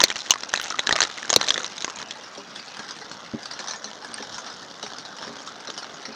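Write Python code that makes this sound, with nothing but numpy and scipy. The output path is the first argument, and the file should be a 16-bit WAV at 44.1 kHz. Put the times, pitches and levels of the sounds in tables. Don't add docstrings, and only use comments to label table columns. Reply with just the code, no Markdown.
import sys
import numpy as np
from scipy import signal
from scipy.fft import rfft, irfft, next_fast_len
from scipy.io import wavfile
from scipy.ndimage import uniform_filter1d, map_coordinates

SR = 44100
rng = np.random.default_rng(int(sys.argv[2]) if len(sys.argv) > 2 else 0)


def to_wav(sig):
    pcm = np.clip(np.atleast_2d(sig), -1, 1) * 32767
    pcm = np.round(pcm).astype(np.int16)
    wavfile.write(sys.argv[1], SR, pcm.T)


N = 271215

# start_s [s], drum_db [dB rms], hiss_db [dB rms]
RAIN_LEVELS = [(0.0, -36, -43.5), (0.12, -47, -48), (0.38, -45.5, -49), (0.77, -43.5, -47),
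               (0.91, -36.5, -43), (1.11, -46, -45.5), (1.27, -42.5, -51), (1.47, -38.5, -42),
               (1.66, -42, -48.5), (1.95, -43.5, -50), (2.69, -44.5, -47), (3.4, -43.5, -48.5),
               (3.65, -42.5, -42), (3.85, -45.5, -50), (4.35, -41, -42.5), (4.71, -44, -47.5),
               (5.22, -42, -46.5), (6.15, -43, -49)]
# start_s [s], level_db [dB rms]
MIDDLE_LEVELS = [(0.0, -43), (0.29, -56.5), (1.42, -51), (1.97, -50.5), (4.86, -60), (6.15, -52)]
# freq_hz [Hz], density_db [dB per Hz]
DRUM_SPECTRUM = [(15, -51), (25, -26), (43, -22.5), (119, -9), (215, -0.5), (374, -5), (426, -3),
                 (606, -2.5), (1620, -2), (2100, -15.5), (2730, -97), (4620, -120)]
# freq_hz [Hz], density_db [dB per Hz]
HISS_SPECTRUM = [(1710, -82), (2900, 5), (3530, 10.5), (3830, 8), (4470, 6), (5640, 5.5), (6700, 0.5),
                 (8010, -19.5), (8650, -17), (9350, -25.5), (12000, -27.5), (15600, -75), (22000, -120)]
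# freq_hz [Hz], density_db [dB per Hz]
MIDDLE_SPECTRUM = [(1500, -46), (1950, 4.5), (2500, 2.5), (3000, 0.5), (3700, -57)]
# freq_hz [Hz], density_db [dB per Hz]
AIR_SPECTRUM = [(4410, -37), (7500, -4), (10900, -21), (15200, -17), (16300, -39)]
# [dB, power of low against high]
CLOSE_SMACKS = [(0.0039, -11.5, 970, -4), (0.0149, -13.5, 5800, -2), (0.0317, -22, 5300, -10),
                (0.038, -3.5, 4270, -8.5), (0.0822, -27.5, 3840, -13), (0.1019, -19.5, 3180, -0.5),
                (0.114, -24.5, 2380, 12), (0.1575, -25.5, 2700, 1), (0.1646, -26, 4370, -3),
                (0.1899, -29.5, 5330, -10), (0.2046, -28.5, 4000, -29), (0.2614, -35.5, 1500, -5),
                (0.2976, -27, 4100, -5), (0.3065, -6, 6260, -13.5), (0.318, -18.5, 1030, -4),
                (0.3378, -22.5, 1250, 5), (0.357, -26.5, 1110, 11), (0.4338, -24, 5320, -2.5),
                (0.5384, -13, 1720, 5.5), (0.5527, -24.5, 2600, 3), (0.5596, -22, 4150, -9),
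                (0.5744, -22.5, 3870, 0), (0.5983, -23, 1490, 2.5), (0.6141, -27, 3070, -7),
                (0.6525, -31.5, 970, 5), (0.6692, -33, 2660, -8), (0.7025, -23.5, 5600, -32),
                (0.707, -26.5, 1300, 16), (0.7228, -26, 1350, 4), (0.7429, -26.5, 1240, 39),
                (0.7621, -34.5, 1430, 9), (0.7871, -25, 2030, 15), (0.7922, -15, 3770, -3),
                (0.8708, -16, 1700, -2), (0.8918, -14.5, 3100, 3), (0.909, -14.5, 1820, 13),
                (0.9259, -12.5, 4000, -5), (0.9561, -21, 650, 9), (0.9616, -17.5, 1240, -2),
                (0.9796, -25, 4170, 5), (0.9876, -22, 1170, 5), (1.0045, -11.5, 6250, -1.5),
                (1.0179, -13, 4220, -5.5), (1.0275, -15, 4460, -2), (1.036, -18, 5540, -3.5),
                (1.0501, -23.5, 3850, 0), (1.0988, -32.5, 4050, 6), (1.1827, -30, 1950, 5),
                (1.2286, -27, 1730, 5), (1.2495, -30, 1640, 12), (1.2943, -23.5, 5170, -5),
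                (1.3017, -12.5, 6540, -7), (1.3287, -13.5, 6400, -2), (1.3388, -15, 5150, -8),
                (1.3618, -3, 4050, -16), (1.3675, -27, 4060, -18), (1.4124, -16, 4040, -0.5),
                (1.4287, -25, 6570, 3), (1.4674, -28, 4060, -17), (1.4845, -17, 3830, -12),
                (1.4911, -17.5, 6140, -10), (1.5049, -10.5, 3350, -8), (1.5421, -19, 3510, -12),
                (1.5583, -25.5, 1870, 24), (1.5781, -19.5, 3570, 1.5), (1.6017, -29.5, 1360, 24),
                (1.6317, -29, 6300, -2), (1.6441, -23, 3900, -4.5), (1.6627, -28.5, 5850, -12),
                (1.78, -28.5, 3750, -9), (1.8221, -26, 3920, -13), (1.8452, -19, 6360, -2),
                (1.8787, -27.5, 1080, 19), (1.899, -30, 1260, -2), (1.9587, -33, 6700, -29),
                (2.016, -31, 5540, -1), (2.1086, -26.5, 3270, -8)]
# freq_hz [Hz], density_db [dB per Hz]
CLOSE_SPECTRUM = [(88, -14), (150, -13), (341, -3), (601, -2.5), (821, -2), (1100, -1), (1980, 2),
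                  (2360, 0), (4000, 7), (4760, -0.5), (6390, 4.5), (9630, -23), (16000, -54.5)]
# start_s [s], level_db [dB rms of the first 4 ms], ring_hz [Hz]
ROOF_TAPS = [(2.559, -31, 3450), (2.5963, -34, 4460), (2.6798, -37, 4500), (2.768, -33.5, 1740),
             (2.7925, -32, 1670), (2.8878, -34.5, 5100), (2.908, -30.5, 4870), (3.0143, -35.5, 1960),
             (3.114, -33, 4300), (3.4305, -35, 4900), (3.456, -31, 4580), (3.5115, -30, 4760),
             (3.535, -33, 5270), (3.5907, -30, 1760), (3.6, -34.5, 5030), (3.673, -31.5, 4340),
             (3.6828, -27.5, 6000), (3.6978, -36.5, 1730), (3.7093, -26.5, 6000), (3.7346, -30, 1770),
             (3.8425, -28, 6040), (4.046, -31.5, 1680), (4.1415, -31, 4850), (4.1812, -32, 1760),
             (4.2248, -32, 5440), (4.3437, -32.5, 5400), (4.382, -29.5, 1020), (4.4636, -33.5, 1320),
             (4.8281, -28, 3850), (4.8637, -31.5, 790), (4.984, -31.5, 5530), (5.0512, -35, 3900),
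             (5.1851, -35, 900), (5.474, -31, 1330), (5.6725, -32, 5330), (5.7774, -28.5, 3000),
             (5.8278, -34, 1380), (6.0536, -30, 4630)]
# freq_hz [Hz], density_db [dB per Hz]
THROUGH_SPECTRUM = [(240, -39), (400, -14), (793, 1.5), (1190, -2.5), (1360, 2), (2510, -6.5), (3820, 1.5),
                    (5670, 5.5), (7700, -15.5), (8650, -17), (9440, -23), (13000, -46)]
RING_SPOTS = [860, 1340, 1800, 3230, 3940, 5090, 5660, 6590]
# start_s [s], peak_db [dB], brightness_db [dB per octave],
# damping [1 = free panel]
HEAVY_DRIPS = [(0.035, -15.5, 46, 1.75), (1.362, -9, 6.5, 5.4), (1.371, -29.5, -12, 0.81),
               (2.374, -30, 9, 0.36), (2.792, -35, -3, 1.1), (3.3364, -18, -6.5, 0.77),
               (3.593, -33.5, 8, 0.44), (3.847, -36.5, 1, 0.27), (4.197, -33, 3, 0.36),
               (4.832, -30.5, 7, 0.48), (5.271, -31, 4, 1.9), (5.288, -33, -1, 0.23), (5.681, -32, 8, 0.54),
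               (6.08, -32.5, 0, 0.24)]
# [s, free panel]
PANEL_MODES = [(146, -10, 0.052), (213.4, 2.5, 0.06), (288.7, -2, 0.084), (420.7, -3, 0.083),
               (539.5, -0.5, 0.038)]
# mode_hz [Hz, centre], strength_db [dB, relative], t60_s [s]
CONTACT_MODES = [(6200, -4, .003), (10000, 0, .003), (14000, 0, .003)]

LOW_SPOT_DB, HIGH_SPOT_DB, SPOT_SPLIT_HZ = 2.5, -6.5, 2500
CLOSE_UNTIL_S = 2.15
SMACK_RING_DB, SMACK_RISE_S = 15, .0009
TICKS_FROM_S, TICK_GAP_S, TICK_OUTER_DB, TICK_INNER_DB = .6138, .00537, -27, -32
PING_S, PING_DB, PING_HZ, PING_T60_S = 4.1405, -24.5, 8610, 0.011
TOP_HZ = 16400


def amp(db):
    return 10 ** (np.asarray(db) / 20)


def unit(x):
    return x / np.sqrt(np.mean(x ** 2) + 1e-20)


def along(points, hz):
    point_hz, value = np.transpose(points)
    return np.interp(np.log(hz + 1), np.log(point_hz + 1), value)


def wobble(rate):
    knots = rng.standard_normal(int(N * rate / SR) + 4)
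    return map_coordinates(knots, [np.arange(N) * rate / SR])


def coloured(x, spectrum):
    size = next_fast_len(N + 8192)
    gain = amp(along(spectrum, np.fft.rfftfreq(size, 1 / SR)))
    return unit(irfft(rfft(x, size) * gain, size)[:N])


def place(times, sounds):
    at = np.round(times * SR).astype(int)[:, None] + np.arange(sounds.shape[1])
    return np.bincount(at.ravel(), sounds.ravel(), N + SR)[:N]


def patter(rate, spread_db, t60, clump_db):
    sizes_db = spread_db * np.minimum(rng.exponential(1, N), 3) + clump_db * wobble(14)
    hits = (rng.random(N) < rate / SR) * amp(sizes_db)
    fade = amp(-60 * np.arange(SR // 10) / SR / t60)
    return unit(signal.fftconvolve(hits, fade)[:N] * rng.standard_normal(N))


def patchy(depth_db):
    cells = signal.stft(rng.standard_normal(N + 512), nperseg=512)[2]
    field = uniform_filter1d(rng.standard_normal(cells.shape), size=3, axis=0)
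    field = uniform_filter1d(field, size=14, axis=1)
    return unit(signal.istft(cells * amp(depth_db * unit(field)), nperseg=512)[1][:N])


def rainfall():
    s, drum_db, hiss_db = np.transpose(RAIN_LEVELS)
    t = np.arange(N) / SR
    near = patter(rate=350, spread_db=7.0, t60=0.01, clump_db=3.0)
    drum = coloured(0.51 * near + patchy(depth_db=2.7), DRUM_SPECTRUM)
    hiss = coloured(1.2 * near + patchy(depth_db=3), HISS_SPECTRUM)
    middle = coloured(0.35 * near + patchy(depth_db=4.5), MIDDLE_SPECTRUM)
    air = coloured(rng.standard_normal(N), AIR_SPECTRUM)
    drum_gain = amp(np.interp(t, s, drum_db))
    hiss_gain = amp(np.interp(t, s, hiss_db))
    middle_gain = amp(np.interp(t, *np.transpose(MIDDLE_LEVELS)))
    return drum_gain * drum + hiss_gain * hiss + middle_gain * middle + amp(-74.5) * air


def drops(table, spectrum, t60, rise, ring_db, ring_width, tail_db, tail_t60, ripple_db):
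    s, level_db, ring_hz, balance_db = np.transpose(table)[:, :, None]
    size, split_hz = 4096, 2500
    half = size // 2
    t, hz = np.arange(half) / SR, np.fft.rfftfreq(size, 1 / SR)
    life = t60 * amp(rng.normal(0, 2.5, s.shape))
    decay = amp(-60 * t / life) + amp(tail_db - 60 * t / tail_t60)
    shape = decay * (1 - np.exp(-t / rise))
    burst = rfft(shape * rng.standard_normal((len(s), len(t))), size)
    knots = rng.standard_normal((len(s), 40))
    uneven = map_coordinates(knots, np.broadcast_arrays(np.arange(len(s))[:, None], hz / 600))
    ring = amp(2 * ring_db) / (1 + ((hz - ring_hz) / (ring_width * ring_hz)) ** 2) ** 3
    base = amp(2 * (along(spectrum, hz) + ripple_db * uneven))
    colour_db = 10 * np.log10(base + ring)
    power = amp(2 * colour_db)
    ratio = power[:, hz < split_hz].sum(axis=1) / power[:, hz > split_hz].sum(axis=1)
    colour_db += (balance_db - 10 * np.log10(ratio[:, None])) / (1 + (hz / split_hz) ** 8)
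    colour_db -= 10 * np.log10(uniform_filter1d(np.abs(burst) ** 2, size=70, axis=1))
    fold = np.r_[1, np.full(half - 1, 2), 1, np.zeros(half - 1)]
    cepstrum = irfft(colour_db * np.log(10) / 20)
    response = np.exp(rfft(cepstrum * fold))
    sound = irfft(burst * response)[:, :half]
    start = np.std(sound[:, :SR // 250], axis=1, keepdims=True)
    return place(s[:, 0], amp(level_db) * sound / start)


def balance(ring_hz, scatter_db):
    usual_db = np.where(ring_hz < SPOT_SPLIT_HZ, LOW_SPOT_DB, HIGH_SPOT_DB)
    return usual_db + scatter_db * rng.standard_normal(len(ring_hz))


def chance_rows(count, until_s, spread_db, above_db):
    s, _, hiss_db = np.transpose(RAIN_LEVELS)
    when, size, spot = rng.random((count, 3)).T
    start_s = when * until_s
    extra_db = above_db - spread_db * np.log(np.maximum(size, .05))
    level_db = np.interp(start_s, s, hiss_db) + extra_db
    ring_hz = np.take(RING_SPOTS, (spot * len(RING_SPOTS)).astype(int))
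    return np.transpose([start_s, level_db, ring_hz, balance(ring_hz, scatter_db=3.5)])


def close_drops():
    smacks = drops(CLOSE_SMACKS, CLOSE_SPECTRUM, t60=0.0051, rise=SMACK_RISE_S, ring_db=SMACK_RING_DB,
                   ring_width=0.1, tail_db=-25, tail_t60=0.038, ripple_db=3.5)
    small = chance_rows(count=260, until_s=CLOSE_UNTIL_S, spread_db=4, above_db=5.5)
    splashes = drops(small, CLOSE_SPECTRUM, t60=0.004, rise=0.00035, ring_db=12,
                     ring_width=0.11, tail_db=-26.5, tail_t60=0.025, ripple_db=4.5)
    return smacks + splashes


def roof_drops():
    taps = np.column_stack([ROOF_TAPS, balance(np.transpose(ROOF_TAPS)[2], scatter_db=1)])
    faint = chance_rows(count=70, until_s=N / SR, spread_db=0.5, above_db=7.5)
    through = drops(np.vstack([taps, faint]), THROUGH_SPECTRUM, t60=0.0079, rise=0.00048, ring_db=14.5,
                    ring_width=0.051, tail_db=-14, tail_t60=0.14, ripple_db=6.0)
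    fine = chance_rows(count=800, until_s=N / SR, spread_db=1.5, above_db=-1.0)
    crackle = drops(fine, THROUGH_SPECTRUM, t60=0.0057, rise=0.0011, ring_db=7.5,
                    ring_width=0.14, tail_db=-49, tail_t60=0.014, ripple_db=5.5)
    return through + crackle


def ringing(s, peak_db, tilt_db, damping, modes, rise, detune):
    t = np.arange(SR // 5) / SR
    ring = 0
    for hz, db, t60 in modes:
        strength_db = db + tilt_db * np.log2(hz / 250) + rng.normal(0, 0.63, s.shape)
        envelope = amp(strength_db - 60 * t * damping / t60)
        pitch_hz = hz * (1 + rng.normal(0, detune, s.shape))
        ring = ring + envelope * np.sin(2 * np.pi * pitch_hz * t)
    ring *= (1 - np.exp(-t / rise)) ** 2
    return place(s[:, 0], amp(peak_db) * ring / np.abs(ring).max(axis=1, keepdims=True))


def thuds():
    return ringing(*np.transpose(HEAVY_DRIPS)[:, :, None], PANEL_MODES, rise=0.0017, detune=0.055)


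def ticks():
    s = TICKS_FROM_S + TICK_GAP_S * np.arange(4)[:, None]
    peak_db = np.array([[TICK_OUTER_DB], [TICK_INNER_DB], [TICK_INNER_DB], [TICK_OUTER_DB]])
    return ringing(s, peak_db, 0, 1, CONTACT_MODES, rise=.00015, detune=.01)


def ping():
    return ringing(np.array([[PING_S]]), PING_DB, 0, 1, [(PING_HZ, 0, PING_T60_S)], rise=0.0012, detune=0)


def scene():
    return (rainfall() + close_drops() + roof_drops() + thuds() + ticks() + ping())[None]


def record(dry):
    clipped = dry / (1 + np.abs(dry) ** 12) ** (1 / 12)
    size = next_fast_len(N + 8192)
    hz = np.fft.rfftfreq(size, 1 / SR)
    edge = np.clip((TOP_HZ - hz) / 400, 0, 1)
    low_cut = 1j * hz / (40 + 1j * hz)
    filtered = irfft(rfft(clipped, size) * edge * low_cut, size)[:, :N]
    return np.clip(filtered, -1, 1)


dry = scene()
out = record(dry)
to_wav(out)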